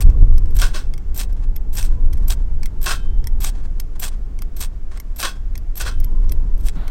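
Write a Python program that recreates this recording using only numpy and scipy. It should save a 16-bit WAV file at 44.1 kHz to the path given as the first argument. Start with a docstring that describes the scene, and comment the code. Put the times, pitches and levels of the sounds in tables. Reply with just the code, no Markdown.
"""Wind rumbles over a breezy field as a steel striker scrapes down a ferro rod in a sheet-steel camp stove.
In each stroke the edge skates, squeaks, bites with a crack and rasps off: stick-slip friction and fracture.
Cloth and tinder rustle, the striker clicks back onto the rod, and some spark showers crackle in the firebox.
Its walls ring faintly when knocked. One wind strength drives buffeting, eddies and a rope's note;
near the end a soft thump opens a broader rush of wind and sea."""
import sys
import numpy as np
from scipy import signal
from scipy.fft import rfft, irfft
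from scipy.io import wavfile
from scipy.ndimage import uniform_filter1d

SR = 44100
rng = np.random.default_rng(int(sys.argv[2]) if len(sys.argv) > 2 else 0)


def dump(signal):
    """Clip the signal to [-1, 1] and save it as 16-bit WAV at the path in sys.argv[1]."""
    limited = np.clip(np.atleast_2d(signal).T, -1, 1)
    pcm = np.round(limited * 32767).astype(np.int16)
    wavfile.write(sys.argv[1], SR, pcm)


N = 304290
T = np.arange(N) / SR  # time, s


def undb(db):
    """Logarithmic level: decibels to amplitude gain."""
    return 10 ** (np.asarray(db) / 20)


def unit(x):
    """Power normalisation: scale to rms 1."""
    return x / np.sqrt(np.mean(x ** 2))


def white():
    """White noise: equal mean power at every frequency, rms 1."""
    return rng.standard_normal(N)


def colour(x, points, size=32768):
    """Minimum-phase filtering to a (f/Hz, level/dB) shape; white noise keeps its power."""
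    hz, db = np.transpose(points)
    log_f = np.log(np.fft.rfftfreq(size, 1 / SR) + 1)
    gain = unit(undb(np.interp(log_f, np.log(hz), db)))
    # folding the cepstrum onto positive time makes the response causal
    cepstrum = irfft(np.log(gain))
    cepstrum[1:size // 2] *= 2
    cepstrum[size // 2 + 1:] = 0
    response = irfft(np.exp(rfft(cepstrum)))
    return signal.oaconvolve(x, response)[:N]


def resonate(x, modes):
    """Modal resonance: (f/Hz, width/Hz, level/dB) modes decay at pi * width; white noise keeps its power."""
    t = T[:min(len(x), SR // 10)]
    response = 0
    for hz, width, db in modes:
        decay = np.exp(-np.pi * width * t)
        response = response + undb(db) * width * decay * np.cos(2 * np.pi * hz * t)
    return signal.fftconvolve(x, response / np.linalg.norm(response))[:len(x)]


def walk(rate):
    """Slow modulation: random knots at this rate per second, joined by lines, rms 1."""
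    knots = np.arange(int(N / SR * rate) + 2) / rate
    return unit(np.interp(T, knots, rng.standard_normal(len(knots))))


def grains(rate, spread_db):
    """Shot noise: tiny fractures at random moments, of uneven size and either sign, rms 1."""
    fractures = rng.random(N) < rate / SR
    signs = rng.choice([-1, 1], N)
    return unit(fractures * signs * undb(spread_db * rng.standard_normal(N)))


def contacts(times, levels_db, decay_s, modes, detune=0.041):
    """Impact excitation: a decaying burst of micro-impacts rings modes that shift with the grip."""
    out, size = np.zeros(N + SR), 2048
    t = T[:size]
    for s, db in zip(times, levels_db):
        chance = rng.standard_normal(size)
        # the last draws, nearly silent in the burst, set the shift of each mode
        gripped = [(hz + detune * min(hz, 4000) * shift, width, level)
                   for (hz, width, level), shift in zip(modes, chance[::-1])]
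        hit = resonate(chance * np.exp(-t / decay_s), gripped)
        loudest = np.sqrt(uniform_filter1d(hit ** 2, size=132).max())  # rms of the loudest 3 ms
        start = int(s * SR)
        out[start:start + size] += undb(db) * hit / loudest
    return out[:N]


# strength of the wind: t/s, level/dB about its mean
WIND_STRENGTH = [(0.0, 9.5), (0.3, 10), (0.48, 3.0), (0.6, 8.0), (0.78, 1.5), (1.03, -2.5), (1.3, -1.0),
                 (1.65, 0.5), (2.08, 5.5), (2.5, 1), (3.35, 1.5), (3.7, -2.5), (4.4, -2.5), (5.05, -8.0),
                 (5.68, -5.5), (6.17, 4.5), (6.5, 3.5), (6.9, -3.5)]


def wind_strength():
    """Common drive: the strength of the wind at each moment, in dB about its mean."""
    return np.interp(T, *np.transpose(WIND_STRENGTH))


# spectral shapes of the wind, lowest first: f/Hz, level/dB per Hz
BUFFET_SHAPE = [(8, -12.5), (15, 5), (27, 2), (40, -5.5), (56, -12.5), (75, -27), (130, -51), (1000, -130)]
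THRUM_SHAPE = [(35, -15), (60, 1.5), (80, -1), (110, -10.5), (160, -20), (320, -41.5), (2000, -110)]
EDDY_SHAPE = [(50, -6.5), (110, 0), (160, -2.5), (290, -9.5), (430, -12.5), (700, -24.5), (1100, -32),
              (2000, -46), (5000, -57)]
# each layer: level in the mean wind (dB), dB per dB of wind
BUFFET_DB, BUFFET_SLOPE = -15.5, 1.08
THRUM_DB, THRUM_SLOPE = -33.5, 1.16
EDDY_DB, EDDY_SLOPE = -41.5, 0.8


def wind(flurry_db=1.5, flurries_per_s=9):
    """Turbulent pressure: gusts buffet the microphone; finer eddies thrum and flutter above the rumble."""
    strength = wind_strength()
    gusts = strength + flurry_db * walk(flurries_per_s)
    rumble = colour(white(), BUFFET_SHAPE)
    rumble /= np.sqrt(uniform_filter1d(rumble ** 2, size=9000))  # the gusts alone set its slow swell
    buffet = rumble * undb(BUFFET_DB + BUFFET_SLOPE * gusts)
    thrum = colour(white(), THRUM_SHAPE) * undb(THRUM_DB + THRUM_SLOPE * gusts)
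    eddies = colour(white(), EDDY_SHAPE) * undb(EDDY_DB + EDDY_SLOPE * strength + 1.2 * walk(25))
    return buffet + thrum + eddies


ROPE_DB, ROPE_SLOPE = -58.5, 0.71  # drive in the mean wind (dB), dB per dB of wind
ROPE_HZ, ROPE_CLIMB = 827, .45  # centre note in the mean wind (Hz), power law of its climb
ROPE_RANGE_DB = 6  # the range of wind that the note follows


def rope():
    """Vortex shedding: a guy rope's faint, breathy, wavering note climbs and swells with the wind."""
    drive_db = ROPE_RANGE_DB * np.tanh(wind_strength() / ROPE_RANGE_DB)
    hz = ROPE_HZ * undb(ROPE_CLIMB * drive_db) * (1 + .035 * walk(12))
    flutter = colour(white(), [(25, 0.5), (70, -9.5), (200, -25.5), (2000, -86.5)])
    note = np.cos(2 * np.pi * np.cumsum(hz) / SR)
    return flutter * undb(ROPE_DB + ROPE_SLOPE * drive_db) * note


# distant sea and wind in the grass: f/Hz, level/dB per Hz
FIELD_SHAPE = [(60, -1.5), (250, 1.5), (500, -13), (800, -14), (1400, -16), (2200, -22), (4000, -29),
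               (5400, -28), (6200, -29), (7500, -30.5), (11000, -40), (15000, -38.5)]


def field():
    """Distributed sources: distant sea and wind in the grass merge into slowly varying noise."""
    return colour(white(), FIELD_SHAPE) * undb(-49.5 + .7 * walk(2.94))


# strokes down the rod: start t/s, squeak t/s, bite t/s, end t/s,
# then relative rasp level/dB, edge ring level/dB, squeak level/dB, bite crack level/dB
STROKES_DOWN_ROD = [(.006, .006, .007, .031, -29.5, -30, -36, -27),
                    (.548, .567, .589, .69, -34, -36, -29, -24),
                    (1.145, 1.176, 1.1935, 1.243, -29.5, -30, -17, -24),
                    (1.729, 1.754, 1.773, 1.83, -32, -32, -21, -23),
                    (1.818, 1.826, 1.828, 1.878, -40, -39, -30, -25),
                    (2.279, 2.2824, 2.3055, 2.339, -29.5, -30, -18, -19.5),
                    (2.815, 2.829, 2.862, 2.972, -31.5, -33, -18, -22),
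                    (3.403, 3.437, 3.447, 3.499, -29, -32, -24, -19),
                    (3.995, 3.9983, 4.032, 4.088, -29, -31, -17, -24),
                    (4.565, 4.6058, 4.614, 4.661, -30, -31, -23, -23),
                    (5.161, 5.19, 5.202, 5.3, -32.5, -33, -32, -21),
                    (5.755, 5.777, 5.802, 5.832, -31, -31, -24, -27),
                    (6.578, 6.668, 6.6855, 6.698, -44.5, -47, -30, -23.5)]
# striker and rod ringing under a scrape: f/Hz, width/Hz, level/dB
EDGE_MODES = [(5900, 290, -11), (7850, 440, -9.5), (8900, 500, -11), (12570, 170, 9), (13700, 490, -5.5),
              (15200, 700, -20)]
# spectral shape of the shaving noise: f/Hz, level/dB per Hz
RASP_SHAPE = [(150, -10.5), (350, -8), (700, 1), (1000, -1), (1500, -0.5), (2000, -3), (3200, -1),
              (5700, -1), (7000, -3.5), (8400, 4.5), (10200, -8.5), (13000, -12), (15000, -9)]
SKATE_DB, EASE_DB = 21, 13  # the rasp is this much weaker at the start and at the end of a stroke
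RING_IN_DB, RING_OUT_DB = 11, 23  # the ring is this much weaker at the start and at the end
DIG_S, RELEASE_S = .011, .004  # from the bite to full depth; the edge leaves the rod
CHATTER_PER_S, CHATTER_DB = 130, 4.5  # the skating edge hops on the rod
GRIP_SHIFT_HZ, GRIP_SHIFTS_PER_S = 200.3, 110  # rms wander of the ring as the edge travels and the grip changes


def scrapes():
    """Stick-slip friction: the edge skates and chatters, then bites and rasps, and eases off."""
    rasp, ring = np.zeros(N), np.zeros(N)
    hops = CHATTER_DB * np.clip(walk(CHATTER_PER_S), -2, 1)
    for start, squeak, bite, end, rasp_db, ring_db, _, _ in STROKES_DOWN_ROD:
        span = (T >= start) & (T < end + 10 * RELEASE_S)
        t, deepest = T[span], min(bite + DIG_S, end)
        release = np.exp(-np.maximum(t - end, 0) / RELEASE_S)
        touching = release * undb(hops[span] * (t < bite))
        rasp_course = np.interp(t, [start, deepest, end], [-SKATE_DB, 0, -EASE_DB])
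        ring_course = np.interp(t, [start, squeak, deepest, end], [-RING_IN_DB, 0, -6, -RING_OUT_DB])
        rasp[span] += touching * undb(rasp_db + rasp_course)
        ring[span] += touching * undb(ring_db + ring_course)
    stick_slip = np.tanh(walk(210))  # the edge either grips or glides
    shaving = colour(grains(9000, 4.3), RASP_SHAPE) * rasp * undb(4.7 * stick_slip + 2.5)
    singing = resonate(grains(7000, 4.3) * ring * undb(5.2 * stick_slip - 4.0), EDGE_MODES)
    # turning the analytic signal shifts every partial by the same number of Hz
    shift_hz = GRIP_SHIFT_HZ * walk(GRIP_SHIFTS_PER_S)
    wander = np.exp(2j * np.pi * np.cumsum(shift_hz) / SR)
    return shaving + np.real(signal.hilbert(singing) * wander)


def slips(landing_db=-6, squeak_db=-8):
    """Transient excitation: the edge rings as it lands on the rod and again as it slips by the bite."""
    starts, squeaks, _, _, _, ring_db, slip_db, _ = np.transpose(STROKES_DOWN_ROD)
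    landings = contacts(starts, ring_db + landing_db, 0.0025, EDGE_MODES)
    return landings + contacts(squeaks, slip_db + squeak_db, 0.0028, EDGE_MODES)


POP_DB, POP_RISE_S = 3.5, 0.0011  # a flare with this rise pops this far over its set level; slower ones pop less


def chips():
    """Brittle fracture: flakes break off with a dry crack at each bite and as a shower catches."""
    bites = [(bite, db) for _, _, bite, *_, db in STROKES_DOWN_ROD]
    pops = [(s, db + POP_DB - 20 * np.log10(rise / POP_RISE_S)) for s, rise, _, db, _, _ in SPARK_FLARES]
    times, chip_db = np.transpose(bites + pops)
    # f/Hz, width/Hz, level/dB
    modes = [(2350, 540, -4), (3720, 1200, -4), (5660, 530, 3.5), (8840, 310, 2.5), (13100, 2100, -22)]
    return contacts(times, chip_db - .5, 0.00067, modes)


def stove(x, scatter_s=0.0061):
    """Multiple scattering: sound bounces briefly between the stove and the legs, as decaying noise."""
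    response = rng.standard_normal(SR) * np.exp(-T[:SR] / scatter_s) * (T[:SR] > .001)
    scattered = signal.fftconvolve(x, response / np.linalg.norm(response))[:N]
    return x + undb(-10.0) * scattered


# hands and sleeves brush the tinder: start t/s, end t/s, relative level/dB
TINDER_RUSTLES = [(.31, 0.53, -59), (1.362, 1.46, -54), (2.11, 2.278, -56.5), (3.55, 3.665, -51),
                  (3.954, 3.97, -46), (4.118, 4.134, -49), (4.914, 4.983, -46), (6.22, 6.257, -50.5)]
# spectral shape of cloth and shavings: f/Hz, level/dB per Hz
BRUSH_SHAPE = [(400, 6), (1300, 7), (2500, -2.5), (6000, -5.5), (9000, -9), (11000, -22), (16000, -26)]
FOLLOW_S, FOLLOW_DB = .09, -55.5  # after every stroke the hand runs on through the tinder


def rustles():
    """Crackling noise: cloth and dry shavings crinkle after each stroke and as the hands shift."""
    follow_through = [(end, end + FOLLOW_S, FOLLOW_DB) for _, _, _, end, *_ in STROKES_DOWN_ROD]
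    motion = np.zeros(N)
    for start, end, db in TINDER_RUSTLES + follow_through:
        motion += undb(db) * ((T > start) & (T < end))
    motion = uniform_filter1d(motion, size=400)
    crinkle = grains(4000, 3.9) * motion * undb(4.0 * walk(70) - 3.0)
    return colour(crinkle, BRUSH_SHAPE)


# the striker is set back on the rod, a dull touch and then a bright click as it seats:
# seating t/s, lead of the touch t/s, then relative touch level/dB, click level/dB, edge ring level/dB
STRIKER_TAPS = [(.1, 0.0017, -37.5, -40, -50), (.381, 0.015, -40, -28, -30), (.5076, 0.05, -39, -41, -40),
                (.9787, 0.041, -27, -32, -40), (1.3288, .002, -46, -40, -39),
                (1.564, 0.0043, -33.5, -30, -18), (2.1335, 0.0039, -31.5, -30, -28),
                (2.178, .005, -40, -40, -42), (2.658, .026, -23, -22, -28), (3.271, .029, -29.5, -20, -20),
                (3.8003, 0.0021, -24.5, -22.5, -17.5), (4.4206, 0.031, -30.5, -24.5, -25),
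                (5, .026, -30.5, -27, -23), (5.5776, .023, -25, -30, -24), (6.002, .002, -43, -34, -24),
                (6.0448, 0.0053, -34, -33, -20), (6.3206, 0.026, -27, -26, -16),
                (6.8792, .002, -44, -29, -38)]
# striker and rod under a tap: f/Hz, width/Hz, level/dB
KNOCK_MODES = [(1310, 270, -3), (2100, 380, 3.5), (3230, 360, -6.5), (4490, 380, -4), (5380, 770, 1.5),
               (8160, 290, 0), (9550, 600, -43)]
TOUCH_RING_DB = -30  # table level of the first touch's edge ring, relative to its knock


def taps():
    """Damped impact: steel meets rod twice, each a knock and a high ring that the fingers damp at once."""
    touches = [(s - lead, db, db + TOUCH_RING_DB) for s, lead, db, _, _ in STRIKER_TAPS]
    clicks = [(s, db, ring) for s, _, _, db, ring in STRIKER_TAPS]
    times, knock_db, ring_db = np.transpose(touches + clicks)
    knocks = contacts(times, knock_db - 7.5, 0.0022, KNOCK_MODES)
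    rings = contacts(times, ring_db - 9.5, 0.0012, [(12540, 520, 10), (13300, 810, -8)])
    return knocks + rings


# spark showers that catch: t/s, rise t/s, full burn t/s, relative level/dB, fade rate/(dB/s),
# place across the firebox (0-1)
SPARK_FLARES = [(0.6172, .001, .010, -21.5, 320, .58), (0.734, .020, .012, -29, 310, .7),
                (2.861, .004, .050, -22, 370, .7), (5.2285, .001, .032, -23.5, 370, .33),
                (5.801, .003, .016, -31.5, 300, .7), (5.852, .012, .014, -29.5, 400, .75)]
# air in the firebox: f/Hz, width/Hz, level/dB
BOX_MODES = [(590, 55, -6), (1090, 40, 5), (1390, 80, -3), (1485, 55, 3), (1585, 45, -3), (1820, 70, -10),
             (2650, 70, -7), (3340, 130, -7), (4040, 170, -9), (4810, 80, -5), (4980, 70, -7),
             (5510, 90, -8), (5800, 80, -7), (8250, 200, -6)]
# spectral shape of the burning flakes: f/Hz, level/dB per Hz
BURN_SHAPE = [(150, -10), (350, -1.5), (620, -0.5), (850, 0), (1100, 3), (1450, 8), (1800, -2), (2300, -2),
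              (3200, 1), (5300, 0), (7000, -7.5), (8400, -2), (10200, -19.5), (14500, -21)]


def sparks(node_db=3):
    """Cavity excitation: burning flakes crackle and die; their place weights the firebox modes."""
    fizz = grains(12000, 4.4) * undb(1.4 * walk(220))
    direct, boxed = np.zeros(N), np.zeros(N)
    for s, rise, hold, db, fade, place in SPARK_FLARES:
        span = slice(int(s * SR), int(s * SR) + SR // 3)
        age = T[span] - s
        fading_db = db - fade * np.maximum(age - rise - hold, 0)
        crackle = fizz[span] * np.clip(age / rise, 0, 1) * undb(fading_db)
        modes = [(hz, width, gain + node_db * np.cos(k * np.pi * place))
                 for k, (hz, width, gain) in enumerate(BOX_MODES)]
        direct[span] += crackle
        boxed[span] += resonate(crackle, modes)
    return undb(-3) * colour(direct, BURN_SHAPE) + undb(-9.5) * boxed


# the hand runs into the stove: t/s, relative level/dB, place (0 = rim to 1 = side panel)
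STOVE_KNOCKS = [(2.905, -44, 0.2), (5.256, -46.5, 1), (5.873, -54, 0.087)]
# steel walls of the stove: f/Hz, time to decay by 60 dB t/s, level/dB struck at the rim, level/dB at the side
WALL_MODES = [(1086, .36, -24, 6), (1356, 0.22, 20, -4), (1585, 0.45, 6, 0), (2568, 0.35, 7, -12),
              (3110, 1, 3, -24), (3300, .38, -11, 3), (3460, .27, -5, -12), (3700, .42, 1, -8),
              (5085, .3, -16, -6), (5216, .24, -9, -7), (5353, 0.62, -15, -18), (6621, .38, -13, -21)]


def walls(push_s=.02):
    """Plate vibration: thin steel walls ring faintly; the place of the blow sets each mode's share."""
    out, t = np.zeros(N + SR), T[:SR]
    for s, db, place in STOVE_KNOCKS:
        ring = np.zeros(SR)
        for hz, t60, rim, side in WALL_MODES:
            struck_db = rim + place * (side - rim)
            ring += undb(struck_db - 60 * t / t60) * np.sin(2 * np.pi * hz * t)
        start = int(s * SR)
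        out[start:start + SR] += undb(db) * np.minimum(t / push_s, 1) * ring
    return out[:N]


# spectral shapes of the soft thump and the broad rush: f/Hz, level/dB per Hz
THUMP_SHAPE = [(60, -15), (130, 0), (200, -2), (400, -23), (2000, -94)]
RUSH_SHAPE = [(80, 9), (300, -3), (700, -0.5), (1500, -3), (2500, -14), (4000, -12), (5200, -27),
              (9000, -31), (16000, -32)]
RUSH_S = 6.756  # a broader rush of wind and sea sets in


def open_air(thump_db=-28, thump_s=0.031):
    """Broadband noise: a soft, exponentially dying thump opens a steady rush of wind and sea."""
    since = np.maximum(T - RUSH_S, 0)
    thump = colour(white(), THUMP_SHAPE) * undb(thump_db) * np.exp(-since / thump_s)
    rush = colour(white(), RUSH_SHAPE) * undb(-42)
    return (thump + rush) * np.minimum(since / 0.0044, 1)


def scene():
    """Superposition: tools and sparks in the stove, under the wind."""
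    striking = scrapes() + slips() + chips() + rustles() + taps() + sparks()
    outdoors = wind() + rope() + field() + open_air()
    return (outdoors + stove(striking) + walls())[None]


TOP_HZ = 15850  # upper edge of the passband


def record(dry):
    """Clipping and band-limiting: peaks are clipped at full scale, then the top is cut steeply."""
    low_pass = signal.ellip(10, .2, 70, TOP_HZ, fs=SR, output="sos")
    return signal.sosfilt(low_pass, np.clip(dry, -1, 1))


dry = scene()
out = record(dry)
dump(out)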